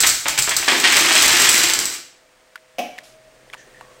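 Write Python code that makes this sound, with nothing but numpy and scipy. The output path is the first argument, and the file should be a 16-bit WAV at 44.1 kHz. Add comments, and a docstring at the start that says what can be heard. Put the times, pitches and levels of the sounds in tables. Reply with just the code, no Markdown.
"""A kitchen counter, where a stick topples towers of small hard tiles: they clack together and land dully.
Clacks are short noise bursts with ringing tile modes; landings are duller bursts with a boom of the counter.
Loud single hits lie over a dense random tumble. Hiss, a murmur and a wavering appliance hum stay on.
Then come ticks and rubs from handling the camera, made of noise through resonances,
and two knocks of the stick being laid down, with its wood modes ringing."""
import sys
import numpy as np
from scipy import signal
from scipy.fft import rfft, irfft
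from scipy.io import wavfile
from scipy.ndimage import uniform_filter1d

SR = 44100
rng = np.random.default_rng(int(sys.argv[2]) if len(sys.argv) > 2 else 0)


def store_wav(level_fs):
    """Save 16-bit WAV to argv[1]."""
    pcm = np.round(np.clip(np.atleast_2d(level_fs), -1, 1) * 32767)
    wavfile.write(sys.argv[1], SR, pcm.T.astype(np.int16))


N = 176400


def amp(db):
    """Turn decibels into a plain gain."""
    return 10 ** (np.asarray(db) / 20)


def evened(x):
    """Scale a sound to an RMS level of one."""
    return x / np.sqrt(np.mean(x ** 2) + 1e-20)


def read(points, hz):
    """Read a table of values against pitch, along a logarithmic pitch scale."""
    f, value = np.transpose(points)
    return np.interp(np.log(hz + 1), np.log(f + 1), value)


def curve(table, col):
    """Draw one column of a table as straight lines over the whole scene."""
    table = np.asarray(table)
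    return np.interp(np.arange(N) / SR, table[:, 0], table[:, col])


def add(mix, start_s, sound):
    """Lay a sound into the mix from its start time, cut off at the end."""
    part = mix[round(start_s * SR):][:len(sound)]
    part += sound[:len(part)]


def colour(x, tone):
    """Filter with the given spectrum, responding as early as possible (minimum phase)."""
    hz = abs(np.fft.fftfreq(8192, 1 / SR))
    log_gain = np.log(amp(np.maximum(read(tone, hz), -100)))
    taps = np.fft.ifft(np.exp(np.conj(signal.hilbert(log_gain)))).real[:4096]
    return signal.oaconvolve(x, taps)[:len(x)]


def band(x, hz, width):
    """One resonance that lets a band of the given width through."""
    return signal.lfilter(*signal.iirpeak(hz, max(hz / width, .3), SR), x)


SNAP = 2.6  # size of the first click against the noise after it
CHATTER_S, CHATTER_DB = .014, -2  # longest delay of the quick bounces, and their greatest level


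def contact(t60, tone, bounce_s=0.):
    """One impact: a snap and a dying puff of noise, perhaps with quick bounces; evenly broad, then coloured."""
    t = np.arange(4410) / SR
    first = t == 0
    puff = rng.standard_normal(len(t)) * amp(-60 * t / t60) + SNAP * first
    bounces = .7 * first
    if bounce_s > 0:
        when, size = rng.random((2, 9))
        at = 1 + (bounce_s * when * SR).astype(int)
        bounces[at] = amp(CHATTER_DB) * np.cos(2 * np.pi * size)
    spectrum = rfft(puff) * rfft(bounces)
    # level the spectrum so that only the tone table colours it
    smooth_power = uniform_filter1d(abs(spectrum) ** 2, size=12)
    flat = irfft(spectrum / np.sqrt(smooth_power + 1e-9))
    flat = flat * amp(-12 * t / (t60 + bounce_s))
    x = colour(flat, tone)
    return 3 * x / np.linalg.norm(x)


# The colour of two tiles touching. Each row: pitch in Hz, level in dB.
CLACK_TONE = [(880, -21.5), (1500, -7), (2360, -27), (3950, -4.5), (5260, -4), (7800, -4.5), (9790, -10.5),
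              (10800, -21), (11800, -11.5), (15900, -16)]
# The ways a tile rings. Each row: pitch in Hz, level in dB, time to fade by 60 dB in seconds.
TILE = [(7669, -4, 0.028), (12530, -25.5, 0.016), (6200, -12, .015), (8200, -11.5, 0.023),
        (15320, -20, 0.012)]
CLACK_S = 0.0033  # fade of the noise puff by 60 dB, seconds
TILE_SPREAD = .025  # random detuning, as a share of the pitch


def clack(ring_db, bounce_s=0.):
    """A sharp contact that rings the tile's modes, slightly detuned for each tile."""
    t = np.arange(4410) / SR
    x = contact(CLACK_S, CLACK_TONE, bounce_s)
    for hz, db, t60 in TILE:
        detune, loudness = rng.standard_normal(2)
        ring = amp(ring_db + db + 2 * loudness - 60 * t / t60)
        x = x + ring * np.sin(2 * np.pi * hz * (1 + TILE_SPREAD * detune) * t)
    return x


# The boom of the counter. Each row: pitch in Hz, level in dB.
BOOM_TONE = [(88, -36.5), (150, -18), (253, -1), (292, -2.5), (334, 3.5), (467, -6), (678, -8.5),
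             (1000, -7), (1300, -32), (2200, -120)]
BOOM_S = 0.017  # fade of the noise puff by 60 dB, seconds


def boom():
    """A low noise burst: the counter top answering a hit."""
    return contact(BOOM_S, BOOM_TONE)


# The lowest part of the tumble. Each row: pitch in Hz, level in dB.
RUMBLE_TONE = [(15, -3.5), (30, 0), (150, 0.5), (300, -19.5), (1000, -49)]


def rumble():
    """A very low noise burst under the tumble."""
    return contact(0.038, RUMBLE_TONE)


# The colour of a tile landing on the counter. Each row: pitch in Hz, level in dB.
LAND_TONE = [(290, -35), (500, -17), (700, -11), (1100, -7.5), (1500, -4.5), (2000, 0.5), (2600, -0.5),
             (3500, -3), (6900, -12.5), (9000, -13.5), (11700, -46), (19800, -100)]
LAND_S = 0.019  # fade of the noise puff by 60 dB, seconds
DULL_HZ = 5000  # the single landings lose treble above this


def landing(boom_db, tilt_db):
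    """A dulled bouncing contact, tilted in colour around 2000 Hz, with the boom of the counter."""
    tone = [(hz, level + tilt_db * np.log2(hz / 2000)) for hz, level in LAND_TONE]
    b, a = signal.butter(N=2, Wn=DULL_HZ, fs=SR)
    tap = signal.lfilter(b, a, contact(LAND_S, tone, CHATTER_S))
    return tap + amp(boom_db + 8) * boom()


SIZE_DB = 2  # how unevenly loud the random hits are


def scatter(make, per_s, level_db, count):
    """Random impacts of uneven size that follow a level; they stop where the tumble ends."""
    size = amp(SIZE_DB * np.minimum(rng.exponential(1, N), 4))
    size = size * (rng.random(N) < per_s / SR) * rng.choice([-1, 1], N)
    which = rng.integers(0, count, N)
    shapes = [make() for _ in range(count)]
    shape_energy = np.mean([np.sum(s ** 2) for s in shapes])
    scale = np.sqrt(np.mean(size ** 2) * shape_energy)
    falling = np.arange(N) < TUMBLE[-1][0] * SR
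    size = size * amp(level_db) * falling / scale
    return sum(signal.oaconvolve(size * (which == k), s)[:N] for k, s in enumerate(shapes))


# The rest of the tumble, before each layer's trim.
# Each row: time in seconds, then the levels in dB of the landings, clacks, boom and rumble.
TUMBLE = [(0.0, -20.5, -13, -36, -50.5), (0.042, -23.5, -19.5, -40, -38.5), (0.244, -39.5, -28, -64, -64),
          (0.26, -18.5, -33.5, -36, -55), (0.29, -21, -22.5, -42.5, -47), (0.366, -37.5, -34.5, -49.5, -57),
          (0.382, -23, -29, -39.5, -36.5), (0.464, -38, -34, -56, -45), (0.474, -22, -34, -46.5, -48),
          (0.538, -23.5, -27, -48, -47), (0.562, -30, -29, -46.5, -39.5), (0.656, -22, -23.5, -43.5, -59),
          (0.672, -27, -24, -35, -51), (0.682, -7.5, -21, -27, -60), (0.742, -15.5, -21.5, -27, -52.5),
          (0.798, -19, -23, -34.5, -46), (0.828, -24.5, -22.5, -31.5, -61.5), (0.84, -8, -26, -29, -54),
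          (0.872, -4, -20.5, -23, -51), (0.906, -13.5, -14, -37.5, -55.5), (0.922, -7, -17, -28.5, -50.5),
          (0.97, -14, -15, -27, -46), (1.08, -10.5, -16, -25.5, -53), (1.236, -10, -14.5, -28.5, -52.5),
          (1.244, -10, -11.5, -30.5, -34), (1.44, -10, -10, -25.5, -47), (1.468, -9.5, -15.5, -34, -47),
          (1.5, -14, -17, -29, -38), (1.54, -14, -12.5, -28, -50), (1.598, -13.5, -14, -31.5, -57),
          (1.664, -17.5, -17, -30.5, -42), (1.686, -16, -14, -31.5, -64.5), (1.776, -23.5, -29, -34, -45),
          (1.8, -25, -21, -32, -52), (1.84, -25, -25.5, -41, -51.5), (1.938, -29, -24.5, -43, -69),
          (2.0, -48, -53, -51, -75)]
CLACKS_PER_S, LANDINGS_PER_S = 500, 500


def tumble():
    """Four crowds of random impacts that merge into one dense clatter."""
    out = scatter(lambda: clack(-10.5), CLACKS_PER_S, curve(TUMBLE, 2) - 6, count=40)
    out = out + scatter(lambda: contact(LAND_S, LAND_TONE), LANDINGS_PER_S, curve(TUMBLE, 1) - 6, count=40)
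    out = out + scatter(boom, 150, curve(TUMBLE, 3) - 5, count=20)
    return out + scatter(rumble, 110, curve(TUMBLE, 4) - 3, count=12)


# Tiles striking each other.
# Each row: start in seconds, level in dB, ring of the tile in dB against the clack.
CLACKS = [(0.0044, 3.5, -6.5), (0.0104, -5.5, -8), (0.016, -17.5, -5), (0.0254, -3, -6.5), (0.038, -4, -8),
          (0.0659, 1, -7), (0.0695, 5.5, -8.5), (0.0759, 0, -8), (0.0917, -1, -2.5), (0.0986, -3, -2),
          (0.2818, -5.5, -9), (0.2836, -0.5, -10.5), (0.3014, -9, -8.5), (0.3784, -4.5, -7),
          (0.3884, 1.5, -5.5), (0.3956, -5.5, -7.5), (0.4231, -0.5, -5.5), (0.433, -8, -6.5),
          (0.4934, -2.5, -4), (0.5086, -13.5, -6.5), (0.566, 2.5, -5.5), (0.5701, -8, -8.5),
          (0.587, -9, -8.5), (0.7795, -9, -14), (0.8, -2.5, -9), (0.923, -3, -7), (0.968, 3.5, -9.5),
          (0.9886, -2.5, -6), (1.1536, -2.5, -7.5), (1.222, 5.5, -9.5), (1.2814, -0.5, -11.5),
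          (1.3996, -3, -14), (1.4911, 6.5, -4), (1.528, -2.5, -6), (1.5793, -0.5, -7), (1.6352, 1, -5),
          (1.6986, -3.5, -13.5), (1.7359, 0.5, -6.5), (1.751, -10, -10.5), (1.7902, 0, -9),
          (1.8555, -5, -4), (1.939, -13.5, -6.5)]
# Tiles landing on the counter. Each row: start in seconds, level in dB,
# boom of the counter in dB (raised later by a fixed step), tilt of the colour in dB per octave.
LANDINGS = [(0.0345, 7, -33.5, -0.5), (0.0481, -5, -31, -0.5), (0.0644, -19.5, -24, -3),
            (0.2567, -1, -32.5, -6), (0.2706, -9.5, -37.5, -3), (0.2862, -7, -30.5, -2.5),
            (0.3137, -14, -29, 6.5), (0.3765, 0, -33.5, 0), (0.3841, -2, -41, -1.5),
            (0.4757, -2.5, -28.5, -7.5), (0.5096, -0.5, -42, -1), (0.598, -11.5, -17, -1.5),
            (0.626, -5, -31, -3), (0.6795, 3, -22, -3.5), (0.6939, 0, -21, -5), (0.7195, 1.5, -17.5, -5),
            (0.7364, -11.5, -28.5, -4.5), (0.8355, -3.5, -14.5, -1), (0.915, -1, -28, 3.5),
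            (0.9256, 3.5, -35, -1), (0.9695, 4, -31, -2), (0.989, -4.5, -26.5, 3), (1.0445, 0, -21, -5.5),
            (1.1091, -0.5, -22, -6), (1.1547, 1.5, -29, -1), (1.2294, -6, -21, -6.5),
            (1.3995, -4.5, -22.5, -4.5), (1.4795, -9, -23, -5), (1.5699, -7.5, -25, -8),
            (1.6394, -2, -22, 4.5), (1.6995, 0.5, -25, 2), (1.7897, -10, -28, -2)]


def tiles():
    """The loudest impacts, one by one, over the dense tumble."""
    out = tumble()
    for start_s, db, ring_db in CLACKS:
        add(out, start_s, amp(db) * clack(ring_db, CHATTER_S))
    for start_s, db, boom_db, tilt_db in LANDINGS:
        add(out, start_s, amp(db) * landing(boom_db, tilt_db))
    return out


# How long the room rings. Each row: pitch in Hz, time to fade by 60 dB in seconds.
ROOM = [(200, 0.52), (700, 0.43), (2000, 0.52), (5000, 0.49), (9000, 0.42), (15000, 0.35)]


def room(x):
    """Sparse echoes of random sign, each band dying at its own speed; three tails take turns."""
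    out = np.zeros(N)
    turn = np.arange(N) / SR * 40
    for k in range(3):
        taps = np.zeros(SR)
        at = np.arange(200, SR - 20, 20)
        taps[at + rng.integers(0, 20, len(at))] = rng.choice([-1., 1.], len(at))
        hz, t, z = signal.stft(taps, SR, nperseg=256)
        fade = amp(-60 * t / read(ROOM, hz)[:, None])
        tail = signal.istft(z * fade, SR, nperseg=256)[1]
        share = np.cos(turn + k * np.pi / 3)
        out += signal.fftconvolve(x * share, tail / np.linalg.norm(tail))[:N]
    return out * np.sqrt(2 / 3)  # the squared shares add up to 3/2


# The colour of the hiss. Each row: pitch in Hz, level in dB.
AIR = [(410, -43.5), (700, -3.5), (1200, -3), (1800, -2), (3800, -9.5), (9400, -13), (10500, -24),
       (15900, -22)]
# Loudness of the hiss, before a small lift. Each row: time in seconds, level in dB.
AIR_LEVEL = [(2.2, -59.5), (2.826, -59), (2.956, -55), (3.166, -58), (3.502, -56.5), (3.678, -54.5),
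             (4.0, -55)]


def hiss():
    """Steady coloured noise that slowly changes in level."""
    return evened(colour(rng.standard_normal(N), AIR)) * amp(curve(AIR_LEVEL, 1) + 2.0)


# The colour of the low murmur. Each row: pitch in Hz, level in dB.
MURMUR = [(15, -32), (25, 3.5), (76, -16.5), (134, -9), (181, -10.5), (637, -3), (900, -20.5), (1170, -47),
          (1980, -120)]
# Loudness of the murmur, before a small lift. Each row: time in seconds, level in dB.
LOW_AIR = [(2.2, -64), (2.696, -65.5), (2.9, -61), (3.828, -54.5), (4.0, -56.5)]


def murmur():
    """Low coloured noise that slowly changes in level."""
    return evened(colour(rng.standard_normal(N), MURMUR)) * amp(curve(LOW_AIR, 1) + 1)


# Loudness of the hum, around which it wavers.
# Each row: time in seconds, then the RMS levels in dB of partials 1, 4 and 5.
HUM = [(2.0, -76, -66.5, -70), (2.5, -81, -65.5, -64.5), (2.9, -74, -61.5, -62), (3.2, -66, -76, -53),
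       (3.45, -65.5, -62, -63.5), (3.7, -68, -58, -68), (3.8, -62.5, -56, -64), (4.0, -65, -53, -62)]
HUM_HZ = 127


def hum():
    """The appliance: three partials of one low pitch, each wavering at random in level."""
    t = np.arange(N) / SR
    out = np.zeros(N)
    for col, partial in ((1, 1), (2, 4), (3, 5)):
        waver_db = 2.1 * evened(uniform_filter1d(rng.standard_normal(N), 1500))
        level = np.sqrt(2) * amp(curve(HUM, col) + waver_db)
        out += level * np.sin(2 * np.pi * partial * HUM_HZ * t)
    return out


# Ticks in the camera's shell. Each row: start in seconds, peak in dB, pitch in Hz,
# fade of the noise puff by 60 dB in seconds, overtone in dB.
TICKS = [(2.557, -21, 1630, 0.026, -18), (2.577, -38, 1990, 0.015, -19), (2.981, -24.5, 2290, 0.019, -18),
         (2.986, -18.5, 2020, 0.024, -17), (3.006, -40, 2200, 0.013, -16), (3.5, -31.5, 1930, .015, -10),
         (3.530, -31, 1990, 0.014, 1), (3.5345, -21.5, 1370, 0.02, 2.5), (3.5425, -23, 1520, 0.011, -11),
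         (3.548, -28.5, 1000, .015, -13), (3.81, -25.5, 910, .02, -17.5), (3.816, -40, 1100, .015, -14)]
TICK_SNAP_DB = -30  # unfiltered puff mixed in
TICK_WIDE, TICK_OVERTONE = 0.21, 1.65  # width and overtone pitch, as multiples of the pitch


def ticks():
    """Dry clicks: a short noise puff through a resonance and its overtone."""
    out = np.zeros(N)
    t = np.arange(2205) / SR
    for start_s, db, hz, t60, over_db in TICKS:
        puff = (rng.standard_normal(len(t)) + SNAP * (t == 0)) * amp(-60 * t / t60)
        width = TICK_WIDE * hz
        tick = evened(band(puff, hz, width)) + amp(TICK_SNAP_DB) * evened(puff)
        tick = tick + amp(over_db) * evened(band(puff, TICK_OVERTONE * hz, width))
        add(out, start_s, amp(db) * tick / abs(tick).max())
    return out


# Soft rubs and faint whistles while the camera moves.
# Each row: start in seconds, length in seconds, level in dB, centre in Hz, width in Hz.
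RUBS = [(3.034, 0.16, -49.5, 4170, 7600), (3.4, 0.16, -66, 1730, 600), (3.566, 0.19, -51.5, 1770, 250),
        (3.571, 0.1, -55, 3180, 1500), (3.576, 0.11, -53.5, 6200, 1500), (3.743, 0.14, -49, 1830, 152),
        (3.82, 0.22, -54.5, 1120, 120)]


def rubs():
    """Noise sent twice through one resonance, swelling and fading."""
    out = np.zeros(N)
    for start_s, length_s, db, hz, width in RUBS:
        u = np.linspace(0, 1, round(length_s * SR))
        noise = rng.standard_normal(len(u))
        rub = evened(band(band(noise, hz, width), hz, width))
        add(out, start_s, amp(db) * np.sin(np.pi * u ** 0.27) * rub)
    return out


# The colour of the stick's knock. Each row: pitch in Hz, level in dB.
STICK_TONE = [(60, -61), (150, -36), (230, -7.5), (370, -21.5), (500, -6), (750, 2), (900, -19),
              (1600, -23.5), (2600, -11.5), (4200, -26), (6100, -22), (7600, -34.5), (15900, -33)]
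# The ways the stick rings. Each row: pitch in Hz, level in dB,
# time to fade by 60 dB in seconds (capped and shortened below).
STICK_MODES = [(247, -8.5, 0.52), (274, -14, 0.35), (480, -4, 0.35), (535, -6, 0.39), (600, -10, 0.68),
               (694, -15, 0.43), (734, 1, 0.34), (1930, -6, .27), (2300, -12, 0.58), (2530, -17, .35),
               (3010, -10, 0.31)]
STICK_S, STICK_DB = 2.784, -7.5  # first knock: start in seconds, level
STICK_BOUNCE_S, STICK_BOUNCE_DB = .007, 1.5  # second knock: delay in seconds, level against the first
STICK_T60 = 0.061  # fade of the noise puff by 60 dB, seconds
STICK_RING_DB, STICK_RING_SHARE = -17, 0.26  # ring level against the knock, share of the fade time kept


def stick():
    """The wooden stick knocks the counter twice and rings."""
    out = np.zeros(N)
    t = np.arange(SR // 2) / SR
    ring = np.zeros(len(t))
    for hz, db, t60 in STICK_MODES:
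        fade_s = STICK_RING_SHARE * min(t60, .6)
        ring += amp(db - 60 * t / fade_s) * np.sin(2 * np.pi * hz * t)
    ring *= 1 - np.exp(-t / 0.0052)  # soft onset
    for start_s, db in ((STICK_S, STICK_DB), (STICK_S + STICK_BOUNCE_S, STICK_DB + STICK_BOUNCE_DB)):
        add(out, start_s, amp(db) * contact(STICK_T60, STICK_TONE))
        add(out, start_s, amp(db + STICK_RING_DB) * ring)
    return out


WET_DB, STICK_WET_DB = -3, -1  # tiles and stick sent into the room


def scene():
    """All sources in the kitchen."""
    fall, wood = tiles(), stick()
    wet = room(amp(WET_DB) * fall + amp(STICK_WET_DB) * wood)
    quiet = hiss() + murmur() + hum()
    handling = ticks() + rubs()
    return (amp(-1) * fall + wood + wet + handling + quiet)[None]


CEILING = .84  # peaks are cut flat here
EDGE_HZ = 15950  # upper limit of the sound


def record(dry):
    """Hard overload, then the band limit."""
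    clipped = np.clip(dry, -CEILING, CEILING)
    lowpass = signal.firwin(511, EDGE_HZ, window=("kaiser", 9), fs=SR)
    return signal.oaconvolve(clipped, lowpass[None], "same")


dry = scene()
out = record(dry)
store_wav(out)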